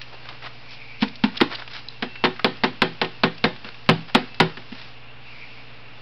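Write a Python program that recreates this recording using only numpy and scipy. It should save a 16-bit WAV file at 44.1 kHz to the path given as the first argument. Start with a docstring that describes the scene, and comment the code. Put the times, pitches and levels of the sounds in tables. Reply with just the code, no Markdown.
"""Foam cooler on a plastic tray

In a wooded yard an empty foam cooler is caught in the hands, then banged upside down on a tray's rim.
Each blow booms in the hollow box while the foam crunches against the rim; between blows it ticks,
scuffs and squeaks under the fingers. Leaves rustle, insects sing in the trees and a motor hums.
A narrow-band microphone overloads on the hardest blows."""
import sys
import numpy as np
from scipy import signal
from scipy.fft import rfft, irfft, next_fast_len
from scipy.io import wavfile
from scipy.ndimage import map_coordinates

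SR = 44100
rng = np.random.default_rng(int(sys.argv[2]) if len(sys.argv) > 2 else 0)


def store_pcm(level_fs):
    """Save levels as 16-bit WAV."""
    pcm = np.round(np.clip(level_fs, -1, 1) * 32767).astype(np.int16)
    wavfile.write(sys.argv[1], SR, np.atleast_2d(pcm).T)


N = 265390


def amp(db):
    """Decibels to gain."""
    return 10 ** (np.asarray(db) / 20)


def unit(x):
    """x at rms 1."""
    return x / np.sqrt(np.mean(x ** 2) + 1e-20)


def along(points, hz):
    """Read a curve of (Hz, value) points on a log frequency axis."""
    freqs, values = np.transpose(points)
    return np.interp(np.log(hz + 1), np.log(freqs + 1), values)


def wobble(rate):
    """A smooth random curve, rate knots a second."""
    return map_coordinates(rng.standard_normal(int(N * rate / SR) + 4), [np.arange(N) * rate / SR])


def coloured(x, gain_db):
    """x through the causal filter whose gain is gain_db(Hz)."""
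    size = 2 * next_fast_len(len(x) // 2 + 4096)
    cepstrum = irfft(np.log(amp(gain_db(np.fft.rfftfreq(size, 1 / SR))) + 1e-6))
    cepstrum[1:size // 2] *= 2  # fold to minimum phase
    cepstrum[size // 2 + 1:] = 0
    return irfft(rfft(x, size) * np.exp(rfft(cepstrum)), size)[:len(x)]


def hump(centre_hz, octaves):
    """Gain in dB of one resonance with steep skirts."""
    return lambda hz: -20 * np.log10(1 + (np.log2((hz + 1) / centre_hz) / octaves) ** 2)


def noise(gain_db):
    """Steady noise of rms 1 with the spectrum gain_db(Hz)."""
    return unit(coloured(rng.standard_normal(N), gain_db))


def add(track, start_s, sound):
    """Mix a sound into the track."""
    part = track[max(round(start_s * SR), 0):][:len(sound)]
    part += sound[:len(part)]


# The colour of the leaf bed. Each row: frequency in Hz, relative level in dB.
RUSTLE_EQ = [(25, -2), (60, -14.5), (100, -8), (170, -6.5), (300, -11), (520, -8.5), (800, -6), (1200, -8),
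             (2000, -8), (3500, -10.5), (5000, -20.5), (6500, -18)]
# The fader ride on the high hiss. Each row: time in seconds, level in dB.
HISS_RIDE = [(0, -48), (4.9, -48), (5.0, -55), (5.18, -62), (5.28, -47.5), (5.55, -48), (5.85, -55.5),
             (6.02, -50)]


def trees():
    """Leaves rustle evenly, under a high hiss that dips twice near the end."""
    rustle_db = -44 - wobble(1.2) + 0.21 * wobble(14)
    rustle = amp(rustle_db) * noise(lambda hz: along(RUSTLE_EQ, hz))
    hiss_db = np.interp(np.arange(N) / SR, *np.transpose(HISS_RIDE))
    return rustle + amp(hiss_db) * noise(hump(centre_hz=4530, octaves=.7))


# The lower insects swell together. Each row: peak time in seconds, level in dB,
# rise from half height in seconds.
CHORUS_SWELLS = [(.96, -46, .3), (5.42, -46, .14)]
# One nearer insect. Each row: midpoint in seconds, half-length in seconds, top rms in dB, pitch in Hz.
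INSECT_NOTES = [(2.165, .2, -42.5, 2690), (4.352, .15, -47, 2645)]


def insects(swell_fall_s=0.16, trill_db=2.0):
    """Two bands of trilling insects, the lower in swells, and the thin notes of a nearer one."""
    out, t = np.zeros(N), np.arange(N) / SR
    low_gain = amp(-58)
    for peak, db, rise in CHORUS_SWELLS:
        half_width = np.where(t < peak, rise, swell_fall_s)
        low_gain += amp(db) / (1 + ((t - peak) / half_width) ** 2)
    high_gain = amp(-52 - 0.4 * wobble(3.5))
    for gain, band in ((low_gain, hump(2347, octaves=0.14)), (high_gain, hump(2724, octaves=0.077))):
        out += gain * amp(trill_db * wobble(30)) * noise(band)
    for middle, half, db, hz in INSECT_NOTES:
        size = int(2 * half * SR)
        phase = 2 * np.pi * np.cumsum(hz * (1 + 0.0039 * wobble(99)[:size])) / SR
        add(out, middle - half, amp(db) * np.sqrt(2) * np.sin(phase) * np.hanning(size))
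    return out


# The motor's drone. Each row: frequency in Hz, rms level in dB.
MOTOR_PARTIALS = [(59.2, -60.5), (118.4, -53.5), (139, -63.5), (236.9, -65), (257, -66.5), (286, -67),
                  (452, -63.5)]


def motor():
    """A steady hum whose partials waver together in pitch and level."""
    shaft_time = np.arange(N) / SR + 0.00018 * wobble(2.6)
    hum = sum(amp(db) * np.sqrt(2) * np.sin(2 * np.pi * hz * shaft_time) for hz, db in MOTOR_PARTIALS)
    return amp(0.93 * wobble(5.4)) * hum


def slips(size, spread):
    """Stick-slip of foam beads: a dense run of tiny jerks, more unequal as spread grows."""
    jerks, strength = rng.standard_normal((2, size))
    return unit(jerks * np.exp(spread * np.clip(strength, -3, 3)))


# The clearest catches. Each row: start in seconds, level in dB, centre in Hz, width in octaves.
FOAM_TICKS = [(.015, -27.5, 3500, 1.1), (.289, -28.5, 2300, 2.1), (1.081, -32, 3800, 0.74),
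              (1.156, -34, 4000, .64), (1.404, -18.5, 1600, 1.1), (1.621, -31, 1410, .8),
              (1.677, -31.5, 2180, 1.4), (1.735, -30, 3650, 2), (2.156, -31, 2080, 0.46),
              (2.394, -25, 1430, 0.66), (3.046, -24.5, 2300, 0.91)]


def ticks(faint_count=14, handling_from_s=1.3, handling_to_s=4.85, t60=0.041):
    """Foam catches on fingers and rim in dry snaps; faint ones fall at random as the box is worked."""
    out, t = np.zeros(N), np.arange(SR // 8) / SR
    faint = []
    for when, weakness, pitch in rng.random((faint_count, 3)):
        start = handling_from_s + when * (handling_to_s - handling_from_s)
        faint.append((start, -35 - 9 * weakness, 2700 * 2 ** (pitch - .5), 1))
    for start, db, hz, octaves in FOAM_TICKS + faint:
        snap = coloured(slips(len(t), spread=0.12) * amp(-60 * t / t60), hump(hz, octaves))
        add(out, start, amp(db) * snap / np.linalg.norm(snap) * np.sqrt(0.0071 * SR))
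    return out


# The slides. Each row: midpoint in seconds, half-length in seconds, level in dB, centre in Hz.
FOAM_SCUFFS = [(0.14, 0.037, -39.5, 670), (.29, .11, -40, 1100), (0.454, .05, -31, 1350),
               (0.723, 0.064, -35.5, 5050), (1.024, .034, -25.5, 3570), (1.358, 0.048, -34, 1600),
               (1.53, .04, -25.5, 1400), (1.601, .05, -33, 1400), (1.754, .08, -32, 2500),
               (3.677, .046, -36.5, 1610), (4.092, 0.023, -35, 1200), (4.146, .0045, -26, 3000),
               (4.799, 0.17, -39.5, 2400)]


def scuffs(settle_half_s=0.098, settle_db=-30.5, settle_hz=1800):
    """Sliding foam swells and fades in a gritty rasp; after each blow it grinds softly on the rim."""
    out = np.zeros(N)
    settling = [(start + settle_half_s, settle_half_s, force_db + settle_db, settle_hz)
                for start, force_db, *_ in BOX_BLOWS]
    for middle, half, db, hz in FOAM_SCUFFS + settling:
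        size = int(2 * half * SR)
        grit = coloured(slips(size, spread=0.86), hump(hz, octaves=1.58))
        rasp = unit(grit * amp(2.9 * wobble(170)[:size]))
        add(out, middle - half, amp(db) * rasp * np.hanning(size))
    return out


# The body of the box on the tray. Each row: frequency in Hz, relative level in dB,
# t60 in seconds before the grip damps it.
BOX_MODES = [(165.3, 1, 0.25), (210.4, -14.5, 0.15), (228, 0, 0.13), (250, 1, 0.14), (292.5, -14, 0.3),
             (337.7, -3, 0.13), (373.5, 4, 0.16), (456.3, -4, 0.17), (500.4, -2.5, 0.17), (626.5, -7, 0.15),
             (730, -1, 0.091), (789, -7.5, 0.15), (835, -8.5, 0.16), (934, -25.5, 0.16), (1067, -4, 0.067),
             (1069, -6.5, 0.083), (1264, -10, 0.145), (1470, -4, 0.081), (1816, -1.5, 0.091)]


def box_ring(t, boom_db, thump_db, knock_db=-2.5, attack_s=0.0076):
    """Where the box is struck decides which of its modes ring most; the grip damps them."""
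    hz, mode_db, t60 = np.transpose(BOX_MODES)[:, :, None]
    strike_eq = [(170, boom_db), (200, thump_db), (290, thump_db),
                 (330, knock_db), (560, knock_db), (700, 0)]
    ring_share = 0.83 - 0.0306 * thump_db  # a flat blow on a wall damps it more
    detune, side, scatter = rng.standard_normal((3, len(BOX_MODES), 1))
    panel = hz > 400
    pitch = hz * (1 + np.where(panel, .014, .008) * detune)  # the grip detunes the walls a little
    sign = np.where(panel, np.sign(side), 1)  # panel modes are hit on either side of a node
    level_db = along(strike_eq, hz) + mode_db + np.where(panel, 2, .5) * scatter
    modes = sign * amp(level_db - 60 * t / (t60 * ring_share)) * np.sin(2 * np.pi * pitch * t)
    return modes.sum(0) * (1 - np.exp(-t / attack_s))


def burst(t, jerks, t60, eq, span_s):
    """Each jerk (seconds, size) snaps and wakes a dense ring; total energy is that of rms 1 for span_s."""
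    fade = amp(-60 * t / t60) + 1.15 * amp(-60 * t / 0.0092)
    x = np.zeros(len(t))
    for delay, size in jerks:
        add(x, delay, size * fade * rng.standard_normal(len(t)))
    x = coloured(x, lambda hz: along(eq, hz))
    return x / np.linalg.norm(x) * np.sqrt(span_s * SR)


# The colours of four layers of a hit. Each row: frequency in Hz, relative level in dB.
CRACK_EQ = [(200, -10.5), (700, -10), (2500, -2), (4000, 1.5), (6500, -16)]  # first contact
CLACK_EQ = [(150, -19.5), (330, -9), (480, 2.5), (575, -5.5), (700, -3), (860, 3.5), (1050, 1),
            (1170, -4.5), (1300, 0), (1800, -4.5), (2300, -9.5), (4000, -36.5)]  # dense panel modes
CRUNCH_EQ = [(800, -64), (1600, 1), (2200, 0.5), (3000, 2), (4000, -2.5), (5000, -8), (6500, -11)]  # crushed beads
SHOVE_EQ = [(25, -13.5), (50, -18), (85, -3.5), (130, 7), (200, -13), (400, -48)]  # air pushed by the whole box
# The hits. 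Each row: start in seconds, force in dB, cavity boom trim in dB, wall thump trim in dB,
# pitch of the struck wall in Hz, rough crushing time in seconds.
BOX_BLOWS = [(1.023, -22.5, -7.5, 9.5, 228, 0.0099), (1.238, -20.5, -15, 10.5, 227, 0.0055),
             (1.4121, -15.5, -11, 8, 337, .002), (2.024, -25, -11.5, -1, 241, 0.0029),
             (2.239, -14, -10, -5.5, 246, .014), (2.445, -15.5, -11, -2, 222, .0015),
             (2.636, -16, -10.5, -2, 240, .008), (2.819, -14.5, -8, -3.5, 220, .002),
             (3.015, -19, -9, -8, 230, 0.0028), (3.235, -15, -3, -1.5, 240, 0.0047),
             (3.4409, -15.5, -4.5, -0.5, 220, .004), (3.645, -39.5, -7, 1, 227, 0.0036),
             (3.890, -11.5, 2.5, 1.5, 208.7, .006), (4.149, -12.5, -11, 0.5, 250.5, 0.0031),
             (4.401, -12, -2, -6, 246, 0.0052), (4.571, -39, -4, -4, 230, 0.0042),
             (4.72, -43.5, -7, 12, 238, 0.0088)]


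def blows():
    """The foam cracks on the rim, then gives way in jerks as the box rings; force drives every layer."""
    out, t = np.zeros(N), np.arange(SR // 4) / SR
    contact = coloured(np.where(t == 0, 1., 0.), lambda hz: along(CRACK_EQ, hz))
    contact /= np.abs(contact).max()
    for start, force_db, boom_db, thump_db, wall_hz, crush_s in BOX_BLOWS:
        ring = box_ring(t, boom_db, thump_db)
        # the struck wall flexes for a few cycles and the foam soaks the motion up
        flex = amp(thump_db - 0.5) * np.sin(2 * np.pi * wall_hz * t) * np.exp(-((t - .008) / .0064) ** 2)
        delays = crush_s * (np.arange(3) + rng.uniform(.4, 1.2, 3)) / 3
        jerks = [(0, 0.92)] + [(delay, .8) for delay in delays]
        clack = burst(t, jerks, t60=0.084, eq=CLACK_EQ, span_s=0.014)
        crunch = amp(-2 + 0.8 * force_db) * burst(t, jerks, t60=0.069, eq=CRUNCH_EQ, span_s=0.015)
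        shove = amp(boom_db - 11) * burst(t, [(0.011, 1)], t60=0.19, eq=SHOVE_EQ, span_s=0.0063)
        crack = amp(22.5 - 1201.5 * crush_s) * contact  # a longer crush softens the attack
        add(out, start, amp(force_db) * (ring + flex + clack + crack + shove) + crunch)
    return out


# The foam sticks and squeaks. Each row: midpoint in seconds, half-length in seconds, level in dB,
# centre in Hz, width in octaves.
FOAM_SQUEAKS = [(1.375, 0.0098, -26, 3570, 0.47), (1.554, .012, -29, 3480, 0.57),
                (1.887, 0.0027, -26, 4220, .15), (3.382, 0.009, -38, 3600, 0.9)]


def squeaks():
    """Very short slides whose jerks gather around one pitch."""
    out = np.zeros(N)
    for middle, half, db, hz, octaves in FOAM_SQUEAKS:
        size = int(2 * half * SR)
        squeal = coloured(slips(size, spread=0.28), hump(hz, octaves))
        add(out, middle - half, amp(db) * unit(squeal * np.hanning(size)))
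    return out


# The outdoor reverb. Each row: frequency in Hz, t60 in seconds.
YARD_DECAY = [(150, 0.33), (250, 0.27), (500, 0.17), (2000, 0.25), (6000, 0.246)]


def yard(x, predelay_s=.014):
    """House wall and trunks scatter a short tail, which changes as the box moves."""
    out, block = np.zeros(N), SR // 3
    for start in range(0, N, block):
        hz, t, bands = signal.stft(rng.standard_normal(SR // 2), SR, nperseg=256)
        fade = amp(-60 * t / along(YARD_DECAY, hz)[:, None])
        _, tail = signal.istft(bands * fade, SR, nperseg=256)
        wet = signal.fftconvolve(x[start:start + block], tail / np.linalg.norm(tail))
        add(out, start / SR + predelay_s, wet)
    return out


def scene():
    """The box up close over the outdoor bed; its other faces send each blow differently into the yard."""
    handling = ticks() + scuffs() + squeaks()
    close = blows() + handling
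    reverb = amp(-13) * yard(blows() + handling)
    return (close + reverb + trees() + insects() + motor())[None]


# The microphone's tone. Each row: frequency in Hz, gain in dB.
MIC_EQ = [(20, -9.5), (100, 1), (4400, -3), (5200, -5), (5700, -16), (6100, -30), (6600, -64.5),
          (8000, -65.5)]


def record(dry, offset=.011, ceiling=.72, top_hz=16600):
    """A narrow-band microphone whose loudest peaks are clipped, on a converter with a small offset."""
    narrow = coloured(dry[0], lambda hz: along(MIC_EQ, hz))
    clipped = np.clip(narrow + offset, -ceiling, ceiling)
    high_cut = 1 / (1 + (np.fft.rfftfreq(N, 1 / SR) / top_hz) ** 120)
    return irfft(rfft(clipped) * high_cut, N)[None]


dry = scene()
out = record(dry)
store_pcm(out)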